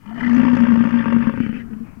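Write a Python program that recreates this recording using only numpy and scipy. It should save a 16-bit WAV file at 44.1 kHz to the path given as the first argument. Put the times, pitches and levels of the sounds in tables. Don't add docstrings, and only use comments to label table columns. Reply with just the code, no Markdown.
import sys
import numpy as np
from scipy import signal
from scipy.fft import rfft, irfft, next_fast_len
from scipy.io import wavfile
from scipy.ndimage import uniform_filter1d, map_coordinates

SR = 44100
rng = np.random.default_rng(int(sys.argv[2]) if len(sys.argv) > 2 else 0)


def digitize_waveform(pressure):
    field = np.atleast_2d(pressure).T
    bounded = np.clip(field, -1, 1)
    quanta = np.round(bounded * 32767).astype(np.int16)
    wavfile.write(sys.argv[1], SR, quanta)


def magnitude_from_level(level_db):
    exponent = np.asarray(level_db, float) / 20
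    return 10 ** exponent


N = 88200
TIME = np.arange(N) / SR

# time_s, body_level_db, mouth_level_db, rasp_level_db
VOICE_LEVELS = [(0.03, -71, -43.5, -76), (0.192, -39, -35, -66), (0.28, -30, -28, -56.5),
                (0.354, -26.5, -31, -53.5), (0.414, -18.5, -27, -54.5), (0.482, -23.5, -30, -57),
                (0.556, -17.5, -31, -53), (0.624, -22.5, -28, -56.5), (0.75, -19, -33, -59.5),
                (0.87, -26, -34, -61), (0.974, -24, -33.5, -64), (1.035, -24, -35.5, -63),
                (1.094, -21, -30, -70.5), (1.164, -18.5, -43, -69), (1.3, -28, -39, -69.5)]
# time_s, flaps
FLAP_COUNT = [(.04, 0), (.159, 7), (.311, 16), (.395, 21), (.449, 24), (.513, 28), (.586, 32), (.666, 37),
              (.773, 43), (.853, 48), (.923, 52), (1.003, 57), (1.057, 60), (1.123, 63), (1.222, 68),
              (1.271, 71), (1.318, 73), (2, 105)]
# freq_hz, level_db
RASP_COLOUR = [(3000, -52.5), (4200, -9.5), (5000, -11.5), (6500, -15), (8000, -28.5), (11000, -29),
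               (15000, -68)]
SLACKENS_S = 1.36
WINDPIPE_SOFT_HZ = 464
SHIVER_DB = 2.4


def folds():
    jitter = 0.02
    scatter_db, alternate_db = 1.6, 1.6
    leak = 0.6
    body_db, mouth_db, rasp_db = curves(VOICE_LEVELS)
    at = np.flatnonzero(np.diff(np.floor(curves(FLAP_COUNT)[0])))
    at = at[at < VOICE_LEVELS[-1][0] * SR]
    timing_luck, level_luck = rng.standard_normal((2, len(at)))
    shift = np.round(jitter * timing_luck * np.gradient(at)).astype(int)
    pulses = np.zeros(N)
    pulses[at + shift] = magnitude_from_level(scatter_db * level_luck + alternate_db * (-1) ** np.arange(len(at)))

    body = chest(pulses)
    voice = patchy(mouth(puffed(pulses, 6.3)), SHIVER_DB)
    rasp_air = unit(gust(pulses)) + leak * rng.standard_normal(N)
    rasp = patchy(filtered(rasp_air, colour(RASP_COLOUR)), SHIVER_DB)
    layers = zip((body_db, mouth_db, rasp_db), (body, voice, rasp))
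    return sum(magnitude_from_level(db) * x / x[SR // 4:SR].std() for db, x in layers)


def ring():
    # start_s, rise_s, fall_s, peak_db
    swells = [(0.054, 0.096, 0.028, -22.5), (0.152, 0.025, 0.046, -25.5), (0.212, 0.059, 0.015, -10),
              (0.27, 0.098, 0.0083, -4), (0.372, 0.0349, 0.017, -3.5), (0.417, 0.025, 0.035, -8.5),
              (0.45, 0.0046, 0.12, -6.5), (0.499, 0.047, 0.032, -7.5), (0.579, 0.038, 0.069, -3.5),
              (0.665, 0.066, 0.047, -3), (0.756, 0.046, 0.061, -5), (0.85, 0.0017, 0.063, -10),
              (0.919, 0.027, 0.13, -6.5), (1.06, 0.0057, 0.11, -8.5), (1.12, 0.027, 0.15, -7),
              (1.272, 0.0067, 0.047, -7), (1.325, 0.03, 0.048, -18), (1.375, 0.0044, 0.039, -16),
              (1.401, 0.0053, 0.037, -10), (1.432, 0.0084, 0.03, -13), (1.466, 0.0053, 0.046, -21.5),
              (1.494, 0.004, 0.035, -14), (1.541, 0.0098, 0.015, -17), (1.568, 0.0097, 0.0093, -26.5),
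              (1.588, 0.01, 0.058, -23), (1.631, 0.0062, 0.069, -23.5), (1.702, 0.03, 0.043, -18.5),
              (1.731, 0.013, 0.085, -24), (1.803, 0.0078, 0.058, -20.5), (1.971, 0.0029, 0.029, -27.5)]
    # time_s, pitch_hz
    ring_pitch = [(.05, 200), (.1, 214.5), (.15, 229), (.25, 241), (.36, 241.4), (.48, 246.9), (.58, 236.6),
                  (.72, 232), (.84, 230.6), (.96, 235.3), (1.08, 227.4), (1.2, 234), (1.32, 224.8),
                  (1.44, 233.4), (1.6, 227.6), (1.9, 224)]
    # time_s, level_db
    octave_level = [(0, -36), (1.5, -32.5), (1.58, -21.5), (2, -22)]
    # start_s, length_s, pitch_hz, level_db
    hums = [
        (0.11, 0.031, 705, -35),
        (.174, .03, 676, -31),
    ]
    level = 0
    for start, rise, fall, db in swells:
        up = np.clip((TIME - start) / rise, 0, 1) ** 0.47
        down = np.cos(np.pi / 2 * np.clip((TIME - start - rise) / fall, 0, 1)) ** 2.06
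        level = level + magnitude_from_level(db) * up * down * np.exp(1.1j * rng.standard_normal())
    sag = uniform_filter1d(1 + 0.15 * (1 - 2 * (curves(FLAP_COUNT)[0] % 1)), size=130)
    phase = 2 * np.pi * np.cumsum(curves(ring_pitch)[0]) / SR + 0.38 * wobble(40)
    tone = level * sag * np.exp(1j * phase)
    octave = (tone ** 2 / (abs(tone) + 0.011)).imag
    hum = sum(magnitude_from_level(db) * arch(s, length) * np.sin(2 * np.pi * hz * TIME) for s, length, hz, db in hums)
    return filtered(tone.imag, soft(1200)) + magnitude_from_level(curves(octave_level)[0]) * filtered(octave, soft(1300)) + hum


def slaps():
    # time_s, peak_db
    cracks = [(0.087, -35), (0.106, -31.5), (0.158, -34.5), (0.178, -28.5), (0.207, -30.5), (0.231, -23),
              (0.245, -31), (0.28, -29.5), (0.432, -24), (0.532, -28.5), (0.566, -27), (1.003, -37.5),
              (0.395, -37.5), (0.414, -24.5), (0.45, -22.5), (0.48, -21.5), (0.666, -24.5), (0.719, -23.5),
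              (0.756, -21.5), (0.851, -23.5), (1.056, -20.5), (1.124, -19), (1.162, -24.5), (1.222, -30.5),
              (1.269, -25), (1.293, -23.5), (1.319, -37), (1.337, -27), (1.374, -22), (1.402, -19.5),
              (1.435, -26), (1.463, -21.5), (1.491, -25.5), (1.527, -27), (1.565, -29.5), (1.708, -45),
              (1.732, -35.5)]
    # freq_hz, width_hz, level_db
    back_throat = [
        (944, 62, 2),
        (1177, 77, -2),
        (550, 90, -8),
    ]
    thump_db, crack_db, rasp_db, knock_db = 0.5, 0.5, -31, -7.5
    hits = np.zeros(N)
    for s, db in cracks:
        hits[round(s * SR)] = magnitude_from_level(db)

    def knocked(x):
        return filtered(x, lambda f: tube(back_throat)(f) * soft(1500)(f))

    def rasped(x):
        return filtered(x, colour(RASP_COLOUR))

    def peak(resonator):
        return abs(resonator(signal.unit_impulse(N, N // 2))).max()

    slack_boost = magnitude_from_level(10 * (TIME > 1.1))
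    thump = chest(-hits * slack_boost) / peak(chest)
    crack = patchy(mouth(puffed(hits, 5.67 * 2.29)), SHIVER_DB / 2) / peak(mouth)
    rasp = rasped(gust(hits)) / peak(rasped)
    knock = knocked(hits * (TIME < SLACKENS_S)) / peak(knocked)
    return magnitude_from_level(thump_db) * thump + magnitude_from_level(crack_db) * crack + magnitude_from_level(rasp_db) * rasp + magnitude_from_level(knock_db) * knock


def puffed(pulses, click):
    return click * filtered(pulses, soft(650)) + magnitude_from_level(-9) * gust(pulses)


def gust(pulses):
    puff_s = 0.004
    t = np.arange(SR // 30) / SR
    shape = t / puff_s * np.exp(-2 * t / puff_s)
    level = signal.fftconvolve(lagged(pulses), 2.03 * shape / np.linalg.norm(shape))[:N]
    return level * rng.standard_normal(N)


def lagged(pulses):
    longest_lag_s, spread_db = 0.003, 7.9
    at = np.flatnonzero(pulses)
    lag_luck, size_luck = rng.random((2, len(at)))
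    late = np.zeros(N)
    late[at + (longest_lag_s * SR * lag_luck).astype(int)] = pulses[at] * magnitude_from_level(spread_db * (size_luck - 0.5))
    return late


def chest(x):
    # freq_hz, width_hz, level_db
    chest_modes = [
        (256.8, 68, 1),
        (114, 129, -5),
        (414.4, 31, -14),
    ]
    low_cut_hz = 74
    return filtered(x, lambda f: tube(chest_modes)(f) * soft(WINDPIPE_SOFT_HZ)(f)
                    * (1j * f / (low_cut_hz + 1j * f)) ** 2)


def mouth(x):
    # freq_hz, width_hz, level_db
    shut = [(584, 22, -15), (914, 58, 2), (1150, 100, -1.5), (1338, 83, 1), (1700, 150, -6),
            (1776, 53, 0.5), (2050, 150, -7.5), (2430, 54, -7), (2636, 65, -18), (2994, 160, -12),
            (4700, 1200, -51.5)]
    # freq_hz, width_hz, level_db
    wide = [(549, 33, -1), (919, 47, 7.5), (1146, 119, 6.5), (1447, 156, 1.5), (1597.4, 26.7, 8.5),
            (1778, 90.5, 4), (1982, 177, -1), (2290, 210, -5), (2590, 140, -6), (2773, 130, -6.5),
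            (3140, 170, -13), (3480, 170, -16), (5330, 580, -33), (5270, 1600, -46.5)]
    # freq_hz, width_hz, level_db
    slack = [(538, 16, -12.5), (893, 48, -8), (1220, 57, -2.5), (1540, 140, 0.5), (1910, 167, -2),
             (2300, 170, -4.5), (2620, 150, -5.5), (3010, 150, -9), (5310, 900, -51.5)]
    # freq_hz, level_db
    lips = [(300, 7.5), (1000, -5.5), (3300, 1.5), (3900, -9), (4600, 4), (7500, -9.5), (12000, -13.5)]
    opens_s, glide_s = 0.32, 0.1
    opened, slackened = [np.clip((TIME - s) / glide_s + 0.5, 0, 1) for s in (opens_s, SLACKENS_S)]
    shapes = zip((shut, wide, slack), (1 - opened, opened - slackened, slackened))
    throat = sum(filtered(x * share, tube(peaks)) for peaks, share in shapes)
    return filtered(throat, colour(lips))


def breath():
    # time_s, level_db
    breath_level = [(0, -58.5), (.09, -43.5), (.14, -44.5), (.2, -29), (.4, -32), (.75, -34.5),
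                    (.95, -32.5), (1.1, -34.5), (1.3, -36.5), (1.45, -36.5), (1.53, -39), (1.58, -34.5),
                    (1.635, -52), (1.68, -59), (1.84, -58), (2, -77)]
    # freq_hz, width_hz, level_db
    windpipe = [(234, 93, 0)]
    chop_db, pipe_db = 10, -0.5
    level = magnitude_from_level(curves(breath_level)[0] + 1.4 * wobble(34.92) + 0.68 * wobble(15.4))
    voiced = TIME < VOICE_LEVELS[-1][0]
    chop = uniform_filter1d(magnitude_from_level(-chop_db * (curves(FLAP_COUNT)[0] % 1 - 0.5) * voiced), size=60)
    throat_air = patchy(mouth(chop * rng.standard_normal(N)), SHIVER_DB)
    pipe_air = filtered(rng.standard_normal(N), lambda f: tube(windpipe)(f) * soft(WINDPIPE_SOFT_HZ)(f))
    return level * (unit(throat_air) + magnitude_from_level(pipe_db) * unit(pipe_air))


def nose():
    # start_s, length_s, level_db
    snorts = [
        (0.153, 0.068, -38.5),
        (0.204, 0.014, -23.5),
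        (0.231, 0.031, -28.5),
        (.245, 0.013, -31.5),
        (0.261, 0.025, -25.5),
        (.307, 0.02, -27.5),
        (1.588, 0.05, -37),
    ]
    # freq_hz, width_hz, level_db
    nostril = [(1851, 243, 2), (2055, 160, 1.5), (1670, 200, -9)]
    # freq_hz, level_db
    sigh_colour = [(150, -12), (300, -2), (900, 2.5), (1400, -5), (2000, -6), (2450, -2), (3000, -17),
                   (4500, -47.5)]
    puffs = sum(magnitude_from_level(db) * arch(s, length) for s, length, db in snorts)
    air = filtered(rng.standard_normal(N), lambda f: tube(nostril)(f) * soft(3000)(f))
    sigh_level = magnitude_from_level(-51 + 1.89 * wobble(40)) * arch(1.835, 0.2) ** 0.5
    sigh = sigh_level * unit(filtered(rng.standard_normal(N), colour(sigh_colour)))
    return puffs * unit(air) + sigh


def wind():
    # freq_hz, level_db (per Hz)
    rumble_colour = [(15, 4.5), (30, -9.5), (60, -3), (120, 0), (250, -1), (500, -25), (1500, -23.5),
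                     (4000, -56)]
    # time_s, level_db
    wind_level = [(0, -46), (.2, -39), (.8, -43.5), (1.4, -34.5), (1.7, -36), (2, -38)]
    level = magnitude_from_level(curves(wind_level)[0] + 1.9 * wobble(7.86) + 0.84 * wobble(27))
    return level * unit(filtered(rng.standard_normal(N), colour(rumble_colour)))


def unit(x):
    return x / np.sqrt(np.mean(x ** 2) + 1e-20)


def curves(rows):
    s, *cols = np.transpose(rows)
    return [np.interp(TIME, s, c) for c in cols]


def wobble(rate):
    knots = rng.standard_normal(int(N * rate / SR) + 4)
    return map_coordinates(knots, [TIME * rate])


def arch(start, length):
    progress = np.clip((TIME - start) / length, 0, 1)
    return uniform_filter1d(abs(np.sin(np.pi * progress ** 0.5)), size=70)


def filtered(x, response):
    m = next_fast_len(N + SR // 2)
    return irfft(rfft(x, m) * response(np.fft.rfftfreq(m, 1 / SR)), m)[..., :N]


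def colour(points):
    f, v = np.transpose(points)
    return lambda hz: magnitude_from_level(np.interp(np.log(hz + 1), np.log(f + 1), v))


def tube(peaks):
    return lambda f: sum((-1) ** k * magnitude_from_level(db) * 1j * f * w / (c * c - f * f + 1j * f * w)
                         for k, (c, w, db) in enumerate(peaks))


def soft(hz):
    return lambda f: 1 / (1 + 1j * f / hz) ** 2


def patchy(x, depth_db):
    z = signal.stft(x, nperseg=256)[2]
    field = uniform_filter1d(rng.standard_normal(z.shape), size=3, axis=0)
    field = uniform_filter1d(field, size=4, axis=1)
    return signal.istft(z * magnitude_from_level(depth_db * unit(field)), nperseg=256)[1][:N]


def scene():
    left = folds() + ring() + slaps() + breath() + nose() + wind()
    return np.array([left, np.zeros(N)])


def band_limit(x):
    return signal.sosfilt(signal.butter(12, 15890, fs=SR, output="sos"), x)


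def record(dry):
    ceiling = 0.9
    hiss = magnitude_from_level(-66.5) * rng.standard_normal((2, N))
    drift = magnitude_from_level(-72.5) * np.array([wobble(30), wobble(30)])
    limited = dry / (1 + abs(dry / ceiling) ** 6) ** (1 / 6)
    return band_limit(limited + hiss + drift)


dry = scene()
out = record(dry)
digitize_waveform(out)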